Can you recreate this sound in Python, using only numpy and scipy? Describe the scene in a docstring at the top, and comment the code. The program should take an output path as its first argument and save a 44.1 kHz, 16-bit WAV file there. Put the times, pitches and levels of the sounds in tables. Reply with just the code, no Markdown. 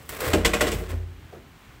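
"""An empty plastic drum is tipped and rolled on its bottom rim over a concrete yard.
The rim knocks four times, then chatters; each impact excites the damped modes of the hollow body.
Friction on grit makes a scrape, soft bumps set the air column humming, and the wall booms in its
two lowest flexural modes as it rolls and settles. A light, dull tap follows, over quiet outdoor noise."""
import sys
import numpy as np
from scipy import signal
from scipy.fft import rfft, irfft
from scipy.io import wavfile
from scipy.ndimage import uniform_filter1d

SR = 44100
rng = np.random.default_rng(int(sys.argv[2]) if len(sys.argv) > 2 else 0)


def waveform_to_disk(signal):
    """Save audio, clipped to [-1, 1], as 16-bit WAV at the path in sys.argv[1]."""
    frames = np.transpose(np.atleast_2d(signal))
    scaled = np.clip(frames, -1, 1) * 32767
    samples = np.round(scaled).astype(np.int16)
    wavfile.write(sys.argv[1], SR, samples)


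N = 79380

# Spectral envelopes: f/Hz, relative level/dB
YARD_SPECTRUM = [(25, -10.5), (60, 5.5), (85, 1), (130, 1.5), (200, -9), (280, -6), (520, -19), (800, -16),
                 (2000, -18), (3200, -22), (5300, -30.5), (8000, -32), (10000, -37), (15500, -33.5)]  # outdoor air
TAP_SPECTRUM = [(100, -15), (250, -39), (370, 5), (480, -4.5), (720, -5.5), (950, -20), (1400, -18),
                (2500, -30), (8000, -42)]  # final tap
THUD_SPECTRUM = [(60, -19), (150, -21), (250, -1), (450, 4), (650, 1.5), (900, -7.5), (1400, -20),
                 (2500, -29), (8000, -32)]  # hollow body
RUB_SPECTRUM = [(30, -14), (60, 5), (200, -7), (500, 6.5), (900, -7), (1400, -2.5), (2300, -7.5),
                (4000, -14.5), (12000, -29)]  # rim sliding on concrete
SAND_SPECTRUM = [(200, -6), (1300, 3.5), (3000, -1.5), (5000, -5), (8000, -8.5), (10000, -5), (15500, -1)]  # crushed grit
CRACK_SPECTRUM = [(100, 6), (400, 1), (850, -3), (1400, 2.5), (2200, -1), (3000, 0), (4300, -7.5),
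                  (7000, -11), (10000, -16), (15500, -18)]  # hard rim contact
# Normal modes of the drum: f/Hz, level/dB, T60/s
DRUM_MODES = [(173.4, -11, 0.6), (210, -5, 0.45), (268.4, -15.5, 0.46), (317.4, -4, 0.22),
              (355.5, -6, 0.45), (462, 2.5, 0.21), (603.5, -9.5, 0.29), (740, -11, 0.24), (1089, -4, 0.07),
              (1364, -11, 0.064), (1965, 7.5, 0.033), (2490, -9.5, 0.13), (3370, -21, 0.17)]
# Short resonances of the rim: f/Hz, width/Hz, boost/dB
RIM_RESONANCES = [(1084, 59, 5), (2060, 350, 3), (3200, 42, -0.5), (5550, 110, 3), (7950, 1200, 8)]
# Envelopes of the two lowest wall modes: t/s, lower level/dB, upper level/dB
BOOM_LEVELS = [(0, -60, -56), (.1, -66, -66), (.23, -67, -62), (.275, -57, -31.5), (.32, -51, -34),
               (.365, -31, -25.5), (.48, -31.5, -36), (.62, -39.5, -39.5), (.77, -29.5, -33.5),
               (.87, -40.5, -41), (.945, -31.5, -26), (1.04, -37.5, -33), (1.11, -50, -39),
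               (1.18, -48, -48.5), (1.25, -89, -53.5), (1.8, -105, -77)]
# Soft contacts in tipping and settling: t/s, thud/dB, ring/dB, panel f/Hz, panel/dB, air column/dB
SOFT_BUMPS = [(0.271, -43, -44, 112, -21.5, -53), (0.743, -46, -34.5, 115.6, -21.5, -58),
              (.797, -38, -40, 174, -29.5, -35.5), (.925, -41.5, -42, 252.4, -31.5, -37.5)]
# Envelopes of the scrape: t/s, rub level/dB, grit level/dB
SCRAPE_LEVELS = [(0, -50, -54.5), (.085, -62.5, -52.5), (.1, -45.5, -41.5), (.19, -38.5, -45),
                 (.28, -27, -32.5), (.32, -30.5, -46.5), (.42, -42, -74), (.52, -49, -45),
                 (.70, -36.5, -47.5), (.78, -41, -46), (.86, -47.5, -53), (.91, -41, -60), (.96, -52, -64),
                 (1.02, -58.5, -74), (1.2, -70, -109)]
# Grit crushed under the rim: t/s, level/dB, duration/s
GRIT_CRACKS = [(0.0904, -29.5, 0.0027), (0.146, -37.5, 0.003), (0.16, -41.5, 0.012), (0.203, -25.5, 0.0073),
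               (0.24, -37, 0.014), (0.275, -27.5, 0.0013), (0.302, -35, 0.0014), (0.623, -29.5, 0.0018),
               (0.664, -37, 0.0025), (0.712, -38, 0.0023), (0.738, -36.5, 0.006), (0.806, -53, 0.013),
               (0.889, -44.5, 0.027)]
# Rim impacts: t/s, crack/dB, relative treble/dB, thud/dB, ring/dB, ring tilt/(dB per octave),
# contact time/s, lower spot f/Hz, upper spot f/Hz, spot/dB, panel f/Hz, panel/dB
RIM_KNOCKS = [(0.3315, -18, -1.5, -18, -21, -3, 0.0059, 1270, 1620, -15.5, 606.6, -14),
              (.4470, -17, 2, -35, -19.5, 1, 0.013, 2072, 3350, -16.5, 1061, -37),
              (0.5335, -20.5, 1, -29, -23.5, 3.5, 0.0034, 2170, 2454, -16, 597, -20),
              (0.6068, -17.5, 0, -34, -22, 4, 0.0059, 1441, 1890, -17, 602, -16.5),
              (0.622, -50.5, 8, -26, -38, 0, 0.002, 1078, 2480, -26, 458, -20),
              (0.668, -34.5, 4.5, -44, -28.5, 2, 0.015, 1400, 2020, -40, 466, -31),
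              (.716, -40, 15, -41, -35, -5, 0.0031, 2290, 2770, -28, 408.5, -30)]

YARD_DB, RUMBLE_HZ = -48, 405
MODE_DRIFT, DRIFT_PER_S = 0.0115, 27  # rms fractional shift of the modes, and its rate
TILT_PIVOT_HZ, RING_SWELL_S, ATTACK_S = 434, 0.0057, 0.0039
AIR_HZ, AIR_T60_S = 371, 0.7  # air column in the drum
PANEL_T60_S, SPOT_T60_S = 0.14, 0.057
CAVITY_WIDTH_HZ, CAVITY_MAX_BOOST_DB, CAVITY_TOP_HZ = 90, 4, 800
BOOM_LOWER_HZ, BOOM_UPPER_HZ, BOOM_WANDER = 51.93, 84.26, 0.023
RUB_RING_DB, SHELL_DB = -8, -7  # relative to the rub and to the crack
ECHO_S, ECHO_DB = 0.00204, -15.5
CRACK_FALL_S, THUD_LAG_S, TREBLE_HZ = 0.011, 0.0014, 3900
LOW_CUT_HZ, TOP_HZ, CEILING = 31, 15700, 0.52


def undb(db):
    """Amplitude ratio of a level in decibels."""
    return 10 ** (np.asarray(db) / 20)


def unit(x):
    """Normalisation to rms 1."""
    return x / np.sqrt(np.mean(x ** 2))


def decay(age, t60):
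    """Exponential damping: 60 dB lost in t60 seconds."""
    return np.exp(-np.log(1000) * age / t60)


def curve(table, column):
    """Gain over time, by linear interpolation of a dB column."""
    rows = np.array(table)
    return undb(np.interp(np.arange(N) / SR, rows[:, 0], rows[:, column]))


def lowpass(x, hz):
    """Zero-phase filtering, so that x minus the result is the upper band."""
    return signal.sosfiltfilt(signal.butter(2, hz, fs=SR, output="sos"), x)


def colour(x, spectrum, peaks=()):
    """Source-filter shaping by a spectral envelope and resonance peaks; rms 1."""
    f = np.fft.rfftfreq(N, 1 / SR) + 1
    rows = np.array(spectrum)
    db = np.interp(np.log(f), np.log(rows[:, 0]), rows[:, 1])
    for hz, width, boost in peaks:
        db = db + boost / (1 + (2 * (f - hz) / width) ** 2)
    return unit(irfft(rfft(x) * undb(db), N))


def grains(per_s, spread_db):
    """Shot noise: dense, tiny contacts of uneven size."""
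    impulses = rng.standard_normal(N) * (rng.random(N) < per_s / SR)
    return impulses * undb(spread_db * rng.standard_normal(N))


def wander(per_s):
    """Random modulation: noise smoothed over about 1 / per_s seconds; rms 1."""
    width = int(SR / per_s)
    return unit(uniform_filter1d(uniform_filter1d(rng.standard_normal(N), width), width))


def blow(start, hold, fall, tail_db, t60, attack=ATTACK_S):
    """Impact envelope: attack, hold in contact, quick fall and a reverberant tail from the drum."""
    age = np.arange(N) / SR - start
    released = np.maximum(age - hold, 0)
    tail = undb(tail_db) * decay(released, t60)
    return np.clip(age / attack, 0, 1) * np.hypot(np.exp(-released / fall), tail)


def yard():
    """Ambient noise: low rumble and leafy hiss under independent amplitude modulation."""
    air = undb(YARD_DB) * colour(rng.standard_normal(N), YARD_SPECTRUM)
    rumble = lowpass(air, RUMBLE_HZ)
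    return rumble * undb(1.5 * wander(10)) + (air - rumble) * undb(0.8 * wander(14))


def tone(start, hz, t60):
    """Damped oscillator: one struck resonance swells quickly and dies away."""
    age = np.maximum(np.arange(N) / SR - start, 0)
    return np.sin(2 * np.pi * hz * age) * (1 - np.exp(-age / ATTACK_S)) * decay(age, t60)


def ring(force, tilt_db=0):
    """Modal superposition: a force drives the drum's modes; harder contact favours the upper ones."""
    t = np.arange(N // 2) / SR
    flexed_time = np.cumsum(1 + MODE_DRIFT * wander(DRIFT_PER_S)[:len(t)]) / SR  # flexing shifts pitch
    response = 0
    for hz, db, t60 in DRUM_MODES:
        gain = undb(db + tilt_db * np.log2(hz / TILT_PIVOT_HZ))
        response += gain * np.sin(2 * np.pi * hz * flexed_time) * decay(t, t60)
    return signal.fftconvolve(force, response * (1 - np.exp(-t / RING_SWELL_S)))[:N]


def strike(start, db, tilt_db):
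    """Impulse response of the modes to one push."""
    push = np.zeros(N)
    push[int(start * SR)] = undb(db)
    return ring(push, tilt_db)


def tap():
    """Free decay: a light, dull tap on the standing drum leaves the air column humming."""
    noise = colour(rng.standard_normal(N), TAP_SPECTRUM)
    start = 1.326
    thud = undb(-41.5) * noise * blow(start, hold=0.017, fall=0.043, tail_db=-6, t60=0.37)
    return thud + strike(start, db=-50, tilt_db=-3.5) + undb(-51) * tone(start, AIR_HZ, AIR_T60_S)


def boom():
    """Flexural vibration: the wall's two lowest modes, whose pitch wanders with the load."""
    out = np.zeros(N)
    for hz, column in ((BOOM_LOWER_HZ, 1), (BOOM_UPPER_HZ, 2)):
        phase = 2 * np.pi * np.cumsum(hz * (1 + BOOM_WANDER * wander(44))) / SR
        out += np.sqrt(2) * curve(BOOM_LEVELS, column) * np.sin(phase)
    return out


def hollow():
    """Cavity resonance: the noise of air and wall gathers around the strong low modes."""
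    peaks = [(hz, CAVITY_WIDTH_HZ, CAVITY_MAX_BOOST_DB * undb(min(db, 0) / 2))
             for hz, db, _ in DRUM_MODES if hz < CAVITY_TOP_HZ]
    return colour(rng.standard_normal(N), THUD_SPECTRUM, peaks)


def bumps():
    """Soft impacts excite mainly low frequencies: a thud, a faint ring, panel and air column tones."""
    thud = hollow()
    out = np.zeros(N)
    for start, thud_db, ring_db, panel_hz, panel_db, air_db in SOFT_BUMPS:
        out += undb(thud_db) * thud * blow(start, hold=0.0058, fall=0.043, tail_db=-4.5, t60=0.3)
        out += strike(start, ring_db, tilt_db=-0.5)
        out += undb(panel_db) * tone(start, panel_hz, PANEL_T60_S)
        out += undb(air_db) * tone(start, AIR_HZ, AIR_T60_S)
    return out


def scrape():
    """Friction noise: the rim grinds unevenly over concrete, driving the modes and cracking grit."""
    rub = colour(grains(2500, spread_db=0), RUB_SPECTRUM, RIM_RESONANCES)
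    rub *= curve(SCRAPE_LEVELS, column=1) * undb(1.43 * wander(71))
    sand = colour(grains(5500, spread_db=0.5), SAND_SPECTRUM, RIM_RESONANCES)
    sand_gain = curve(SCRAPE_LEVELS, column=2) * undb(2.4 * wander(110))
    for start, db, hold in GRIT_CRACKS:
        burst = undb(db) * blow(start, hold, fall=0.0037, tail_db=-9, t60=0.27, attack=0.0019)
        sand_gain = np.hypot(sand_gain, burst)  # powers add
    return rub + sand * sand_gain + undb(RUB_RING_DB) * np.std(rub) * unit(ring(rub))


def echo(x):
    """Comb filtering by a short reflection inside the drum and its weaker repeat; rms 1."""
    lag, gain = int(ECHO_S * SR), undb(ECHO_DB)
    return unit(x + gain * np.roll(x, lag) + gain ** 2 * np.roll(x, 2 * lag))


def shell(count=56, lowest_hz=1100, highest_hz=15000):
    """High modal density: many close upper modes of the plastic wall sound together."""
    t = np.arange(N) / SR
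    places = (np.arange(count) + rng.random(count)) / count
    modes_hz = lowest_hz * (highest_hz / lowest_hz) ** places
    tones = sum(np.sqrt(hz) * np.sin(2 * np.pi * (hz * t + rng.random())) for hz in modes_hz)
    return colour(tones, CRACK_SPECTRUM, RIM_RESONANCES)


def spot(start, lower_hz, upper_hz):
    """Local resonance: the struck patch of wall clacks at two pitches of its own."""
    return tone(start, lower_hz, SPOT_T60_S) + undb(1.5) * tone(start, upper_hz, SPOT_T60_S)


def knocks():
    """Hard impacts excite a broad band: the rim crunches, the wall rings and the cavity thuds."""
    crunch = echo(colour(grains(9000, spread_db=1), CRACK_SPECTRUM, RIM_RESONANCES))
    wall = echo(shell())
    crunch_low, wall_low = lowpass([crunch, wall], TREBLE_HZ)
    crunch_high, wall_high = crunch - crunch_low, wall - wall_low
    thud = hollow()
    out = np.zeros(N)
    for (start, db, treble_db, thud_db, ring_db, tilt_db, hold,
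         lower_hz, upper_hz, spot_db, panel_hz, panel_db) in RIM_KNOCKS:
        crack_gain, treble = undb(db), undb(treble_db)
        crack = crunch_low * blow(start, hold, CRACK_FALL_S, tail_db=-9, t60=0.42)
        crack += treble * crunch_high * blow(start, hold, CRACK_FALL_S, tail_db=-8.5, t60=0.28)
        wall_ring = (wall_low + treble * wall_high) * blow(start, hold, CRACK_FALL_S, tail_db=-9, t60=0.17)
        out += crack_gain * (crack + undb(SHELL_DB) * wall_ring)
        out += undb(thud_db) * thud * blow(start + THUD_LAG_S, hold, fall=0.048, tail_db=-10.5, t60=0.43)
        out += strike(start, ring_db, tilt_db)
        out += undb(spot_db) * spot(start, lower_hz, upper_hz)
        out += undb(panel_db) * tone(start, panel_hz, PANEL_T60_S)
    return out


def scene():
    """Linear superposition of the drum and the yard, in mono."""
    return (knocks() + scrape() + bumps() + tap() + boom() + yard())[None]


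def record(dry):
    """Band limiting and soft saturation thin the deepest bass, round the peaks and cut the top."""
    thin = signal.sosfilt(signal.butter(3, LOW_CUT_HZ, "high", fs=SR, output="sos"), dry)
    rounded = CEILING * np.tanh(thin / CEILING)
    return signal.sosfilt(signal.ellip(10, 0.2, 80, TOP_HZ, fs=SR, output="sos"), rounded)


dry = scene()
out = record(dry)
waveform_to_disk(out)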